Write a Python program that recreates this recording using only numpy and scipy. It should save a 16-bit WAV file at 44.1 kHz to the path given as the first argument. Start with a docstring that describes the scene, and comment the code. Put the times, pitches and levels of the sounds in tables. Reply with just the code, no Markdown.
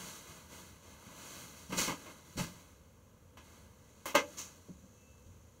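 """Roasted garlic peeled on a wooden board in a small kitchen, heard by one phone microphone.
Fingers rub the papery skin from the start; from 1 s soft pushes rock the board. At 1.7-2.4 s a small
knife scrapes skin off in short strokes and bumps the board. From 3.4 s dry skin whispers as cloves are
moved. At 4.1 s the knife is put down with a tick and a sharp knock. A last scrape, soft thuds and a
faint thin tone follow. Counter and walls answer at once, over steady room noise."""
import sys
import numpy as np
from scipy import signal
from scipy.fft import rfft, irfft, next_fast_len
from scipy.io import wavfile
from scipy.ndimage import map_coordinates

SR = 44100
rng = np.random.default_rng(int(sys.argv[2]) if len(sys.argv) > 2 else 0)


def generate_wav(sig):
    """Save sig (samples, or channels by samples) to the path in sys.argv[1] as 16-bit PCM at SR."""
    pcm = np.round(np.clip(np.atleast_2d(sig).T, -1, 1) * 32767).astype(np.int16)
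    wavfile.write(sys.argv[1], SR, pcm)


N = 246947

# Event levels are relative within each table.
# fingers rubbing the clove: t/s, length/s, crackle level/dB, body re crackle/dB
RUBS = [(-.1, .2, -49, -3), (0.233, 0.11, -56.5, 0.5), (0.476, 0.12, -55, -0.5), (0.808, 0.12, -61, 2),
        (0.965, 0.18, -60, 2.5), (1.097, 0.34, -52, -2.5), (1.518, 0.13, -58.5, -3),
        (1.892, 0.21, -58, 1.5), (2.214, 0.24, -60.5, -4.5), (2.442, 0.16, -63, 1), (3.376, 0.2, -64, 1.5),
        (3.7, 0.5, -70, 0.5), (4.242, 0.19, -58.5, -0.5)]
# papery skin: f/Hz, level/dB
SKIN_SPECTRUM = [(700, -22), (1500, -1), (2500, -4.5), (4000, -2), (5300, -4.5), (6300, 1.5), (8000, -5.5),
                 (11000, -9.5), (15500, -12)]
# dull rub of clove and hand: f/Hz, level/dB
BODY_SPECTRUM = [(40, -37), (80, -35), (140, 4.5), (280, 0.5), (380, -1.5), (520, -1.5), (1100, -2.5),
                 (1500, -4.5), (2200, -7), (3200, -16), (6000, -31)]
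# room noise: f/Hz, level/dB
ROOM_SPECTRUM = [(20, -34), (45, -9), (80, 3.5), (130, -6.5), (220, -7.5), (330, -15.5), (510, -9.5),
                 (700, -23.5), (1050, -19.5), (1500, -24.5), (3000, -30.5), (5000, -35.5), (6400, -26.5),
                 (8500, -36), (15500, -36.5)]
# kitchen decay: f/Hz, t60/s
ROOM_DECAY = [(150, 0.68), (1000, 0.25), (4000, 0.22), (14000, 0.38)]
# hand and clove pushing the board: t/s, level/dB, f/Hz
THUDS = [(1.065, -50, 197), (1.694, -44, 181), (1.72, -38, 181), (1.765, -39, 186), (1.877, -39, 164),
         (2.357, -42, 176), (2.377, -28, 171), (2.403, -38, 134), (4.685, -46.5, 406), (4.692, -44, 182.6),
         (4.831, -50.5, 188), (5.262, -50.5, 87.5)]
# knife strokes: t/s, length/s, level/dB, grip slope/(dB/s), body below 2 kHz/dB, bright band/dB
STROKES = [(1.686, 0.079, -56, 168, -13, -1.5), (1.768, 0.098, -32, -101, -2, 2.5),
           (2.366, 0.038, -39.5, -20, 2.5, .5), (4.368, 0.033, -43, -90, -4.5, 9)]
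# edge on skin: f/Hz, level/dB
SCRAPE_SPECTRUM = [(100, -5), (250, 6.5), (600, 1), (1200, 1.5), (2500, 1), (3300, -3), (4500, -0.5),
                   (6100, -0.5), (7500, -3.5), (8500, -6.5), (12000, -12), (15500, -12)]
# blade and handle on the board: t/s, level/dB, hardness/Hz, ring re crack/dB, low-band crack t60/s
KNOCKS = [(1.701, -47, 1500, -7, 0.18), (1.722, -33.5, 1700, -16, 0.17), (1.875, -31, 1650, -29, 0.56),
          (2.058, -45.5, 1915, -11, .41), (2.392, -40, 1800, -1.5, 0.12), (3.37, -50, 3420, -16, 0.33),
          (4.056, -36, 14000, -5, 0.64), (4.144, -28, 903, -6, .03), (4.150, -22.5, 3970, 2, 0.27)]
# crack of a contact: f/Hz, level/dB
CRACK_SPECTRUM = [(100, -21), (250, 1.5), (500, -1), (1050, 1.5), (1500, -2.5), (2100, -1), (3100, -4.5),
                  (4300, -10.5), (5900, -5), (7500, -7.5), (9000, -10.5), (13500, -6), (15500, -8)]
# modes of the board on its counter: f/Hz, level/dB, t60/s
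BOARD_MODES = [(224, -4.5, 0.099), (283, -9.5, 0.46), (335, -7.5, 0.55), (453, -7, 0.59), (501, -7, 0.63),
               (556.7, 3, 0.16), (580, 8.5, 0.11), (855, 3, 0.14), (1060, 3, 0.13), (1127, -1.5, 0.16),
               (1240, -3.5, 0.28), (1575, -2, .2), (1720, -4, 0.24), (1892, 5, 0.25), (2050, -4, 0.44),
               (2120, -4.5, 0.32), (2555, -12, 0.16), (2656, -9, 0.22), (2930, -5, 0.11)]
# dry skin as the peeled clove is carried over and the next fetched: t/s, level/dB
CARRYING = [(3.4, -85), (3.7, -81), (4.3, -62), (4.6, -71), (5.0, -70.5), (5.6, -75)]
# thin background tone: t/s, level/dB
WHISTLE_SWELL = [(4.85, -95), (5.0, -73.5), (5.12, -69.5), (5.3, -85), (5.4, -87)]
# dips of the microphone's sound path: f/Hz, width/Hz, gain/dB
MIC_DIPS = [(399, 47, -5.5), (751, 99, -11.5), (1390, 115, -4.5), (1833, 83.5, -28.5), (2322, 57, -27),
            (2747, 46, -6.5), (3596, 68, -25), (5100, 255, -11.5), (8030, 100, -9)]
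# microphone hiss: f/Hz, level/dB
HISS_SPECTRUM = [(30, 10.0), (750, 15), (2500, 2.5), (5000, -3.0), (9000, -4.0), (15500, -8)]

RUB_SWELL_SHARE, RUB_FADE_DB_PER_S = 0.58, 54
BRIGHT_HZ, BRIGHT_WIDTH_HZ = 6600, 1130
THUD_T60_CYCLES, THUD_RISE_S = 34, 0.0016
BITE_S, LIFT_DB_PER_S = 0.026, 192  # edge digs in, lifts off
KNOCK_RISE_CYCLES = 5.0  # periods of the hardness frequency
BAND_LIMIT_HZ = 15750


def amp(db):
    """dB to gain."""
    return 10 ** (np.asarray(db) / 20)


def unit(x):
    """x at rms 1."""
    return x / np.sqrt(np.mean(x ** 2) + 1e-20)


def along(points, hz):
    """(f/Hz, value) points read on a log axis."""
    knots_hz, values = np.transpose(points)
    return np.interp(np.log(hz + 1), np.log(knots_hz + 1), values)


def envelope(points):
    """Gain per sample from (t/s, level/dB) points; zero outside them."""
    times_s, db = np.transpose(points)
    return amp(np.interp(np.arange(N) / SR, times_s, db, left=-np.inf, right=-np.inf))


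def filtered(x, gain):
    """Zero-phase filter with response gain(hz)."""
    size = next_fast_len(len(x) + 8192)
    return irfft(rfft(x, size) * gain(np.fft.rfftfreq(size, 1 / SR)), size)[:len(x)]


def coloured(x, gain_db, size=8192):
    """Minimum-phase filter with response gain_db(hz)."""
    hz = np.fft.rfftfreq(size, 1 / SR)
    cepstrum = irfft(np.log(amp(gain_db(hz)) + 1e-6))
    cepstrum[1:size // 2] *= 2
    cepstrum[size // 2 + 1:] = 0
    impulse = irfft(np.exp(rfft(cepstrum)))
    return signal.fftconvolve(x, impulse)[:len(x)]


def shaped(x, spectrum):
    """x coloured by a spectrum table, at rms 1."""
    return unit(coloured(x, lambda hz: along(spectrum, hz)))


def wobble(rate_hz):
    """Smooth random curve, rate_hz knots a second."""
    knots = rng.standard_normal(int(N * rate_hz / SR) + 4)
    return map_coordinates(knots, [np.arange(N) * rate_hz / SR])


def gesture(start_s, length_s, rise_s, slope_db_per_s, fade_db_per_s):
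    """Gain of one hand movement: swell, drift until length_s, fade."""
    t = np.arange(N) / SR - start_s
    swell = np.sin(np.pi / 2 * np.clip(t / rise_s, 0, 1))
    drift_db = slope_db_per_s * np.maximum(np.minimum(t, length_s) - rise_s, 0)
    fade_db = fade_db_per_s * np.maximum(t - length_s, 0)
    return swell * amp(drift_db - fade_db)


def crackle(rate_hz, smear):
    """Tiny fractures of uneven size; nearby surfaces smear a share into hiss."""
    sizes = amp(3 * np.clip(rng.standard_normal(N), -2, 2))
    snaps = (rng.random(N) < rate_hz / SR) * rng.choice([-1, 1], N) * sizes
    return unit(unit(snaps) + smear * rng.standard_normal(N))


def bright_band(hz):
    """Narrow band near 6.6 kHz that the microphone path emphasises in scrapes and rustle, 0 to 1."""
    return np.exp(-((hz - BRIGHT_HZ) / BRIGHT_WIDTH_HZ) ** 2)


def rub_gains():
    """Skin and body gains as fingers press and ease; overlapping rubs add in power."""
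    skin_power, body_power = np.zeros((2, N))
    for start_s, length_s, db, body_db in RUBS:
        pressure = amp(db) * gesture(start_s, length_s, RUB_SWELL_SHARE * length_s, 0, RUB_FADE_DB_PER_S)
        skin_power += pressure ** 2
        body_power += (amp(body_db) * pressure) ** 2
    return np.sqrt(skin_power), np.sqrt(body_power)


def fingers():
    """Papery skin rustles over the duller rub of clove and hand, and whispers when carried."""
    skin_gain, body_gain = rub_gains()
    grip = amp(0.41 * wobble(rate_hz=35))
    skin = skin_gain * shaped(crackle(rate_hz=3000, smear=1.54), SKIN_SPECTRUM)
    body = body_gain * shaped(crackle(rate_hz=900, smear=1.64), BODY_SPECTRUM)
    whisper_db = lambda hz: along(SKIN_SPECTRUM, hz) + 7 * bright_band(hz)
    whisper = unit(coloured(crackle(rate_hz=1100, smear=1.3), whisper_db))
    return grip * (amp(-0.17) * skin + amp(0.76) * body + envelope(CARRYING) * whisper)


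def room_noise():
    """Steady, mostly low background noise."""
    return amp(-60.5) * shaped(rng.standard_normal(N), ROOM_SPECTRUM)


def room_tail(x):
    """Diffuse kitchen tail; each frequency decays at its own rate."""
    hz, t, bins = signal.stft(rng.standard_normal(SR // 2), SR, nperseg=256)
    decay = amp(-60 * t / along(ROOM_DECAY, hz)[:, None])
    _, tail = signal.istft(bins * decay, SR, nperseg=256)
    return signal.fftconvolve(x, tail / np.linalg.norm(tail))[:N]


def thuds():
    """Soft contacts rock the whole board: a low, damped swing with a rough rumble."""
    out, t = np.zeros(N + SR), np.arange(SR // 2) / SR
    for start_s, db, hz in THUDS:
        t60_s = THUD_T60_CYCLES / hz
        spectrum = [(hz / 6, -14), (hz / 2, -7), (hz, 0), (hz * 1.14, -3), (hz * 3, -20), (hz * 8, -50)]
        rumble = shaped(rng.standard_normal(len(t)), spectrum)
        swing = np.sin(2 * np.pi * hz * t) + 0.57 * rumble
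        attack = 1 - np.exp(-t / THUD_RISE_S)
        out[round(start_s * SR):][:len(t)] += amp(db - 60 * t / t60_s) * attack * swing
    return out[:N]


def scrapes():
    """The edge catches and slips, breaking charred skin in dense bursts."""
    out = np.zeros(N)
    for start_s, length_s, db, slope_db_per_s, body_db, bright_db in STROKES:
        force = amp(db) * gesture(start_s, length_s, BITE_S, slope_db_per_s, LIFT_DB_PER_S)
        shelf_db = lambda hz: body_db / (1 + (hz / 2000) ** 2)
        colour_db = lambda hz: along(SCRAPE_SPECTRUM, hz) + shelf_db(hz) + bright_db * bright_band(hz)
        catching = amp(0.48 * wobble(rate_hz=130))
        out += force * catching * unit(coloured(crackle(rate_hz=3500, smear=1.4), colour_db))
    return amp(2.0) * out


def scatter(t, t60_s, reach_s):
    """Envelope of dense reflections off counter and near walls; thins fast after reach_s."""
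    return amp(-60 * t / t60_s) / np.sqrt(1 + (t / reach_s) ** 8)


def crack(t, hardness_hz, t60_s):
    """Contact noise: duller when soft; the band above 7.7 kHz dies sooner."""
    low_share = lambda hz: 1 / (1 + (hz / 7700) ** 12)
    low, high = rng.standard_normal((2, len(t)))
    low = filtered(low * scatter(t, t60_s, reach_s=0.062), lambda hz: np.sqrt(low_share(hz)))
    high = filtered(high * scatter(t, 0.36 * t60_s, reach_s=0.093), lambda hz: np.sqrt(1 - low_share(hz)))
    colour_db = lambda hz: along(CRACK_SPECTRUM, hz) - 10 * np.log10(1 + (hz / hardness_hz) ** 2)
    return unit(coloured(low + high, colour_db))


def board_ring(t):
    """Damped board modes; level and phase vary per strike."""
    ring = np.zeros(len(t))
    for hz, db, t60_s in BOARD_MODES:
        gain = amp(db + rng.normal(0, 1)) * scatter(t, t60_s, reach_s=0.048)
        ring += gain * np.sin(2 * np.pi * (hz * t + rng.random()))
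    return unit(ring)


def knocks():
    """Each knife contact cracks and rings the board; softer ones rise slower."""
    out, t = np.zeros(N + SR), np.arange(SR // 3) / SR
    for start_s, db, hardness_hz, ring_db, t60_s in KNOCKS:
        strike = crack(t, hardness_hz, t60_s) + amp(ring_db) * board_ring(t)
        attack = 1 - np.exp(-t * hardness_hz / KNOCK_RISE_CYCLES)
        out[round(start_s * SR):][:len(t)] += amp(db - 12.5) * attack * strike
    return out[:N]


def whistle(hz=2645):
    """A faint, thin tone swells and fades in the background."""
    phase_rad = 2 * np.pi * hz * np.arange(N) / SR + 0.62 * wobble(rate_hz=45)
    return envelope(WHISTLE_SWELL) * np.sin(phase_rad)


def scene():
    """Handling, room tail, whistle and room noise, alike in both channels."""
    handling = fingers() + scrapes() + knocks() + thuds()
    background = room_noise()
    mono = handling + amp(-14) * room_tail(handling) + whistle() + background
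    return np.array([mono, mono])


def record(dry):
    """Microphone: narrow dips from its sound path, faint hiss, band limit."""
    def dips_db(hz):
        return sum(db / (1 + ((hz - dip_hz) / width_hz) ** 2) ** 2 for dip_hz, width_hz, db in MIC_DIPS)

    hiss = amp(-75.5) * shaped(rng.standard_normal(N), HISS_SPECTRUM)
    return np.array([filtered(coloured(x, dips_db) + hiss, lambda hz: hz < BAND_LIMIT_HZ) for x in dry])


dry = scene()
out = record(dry)
generate_wav(out)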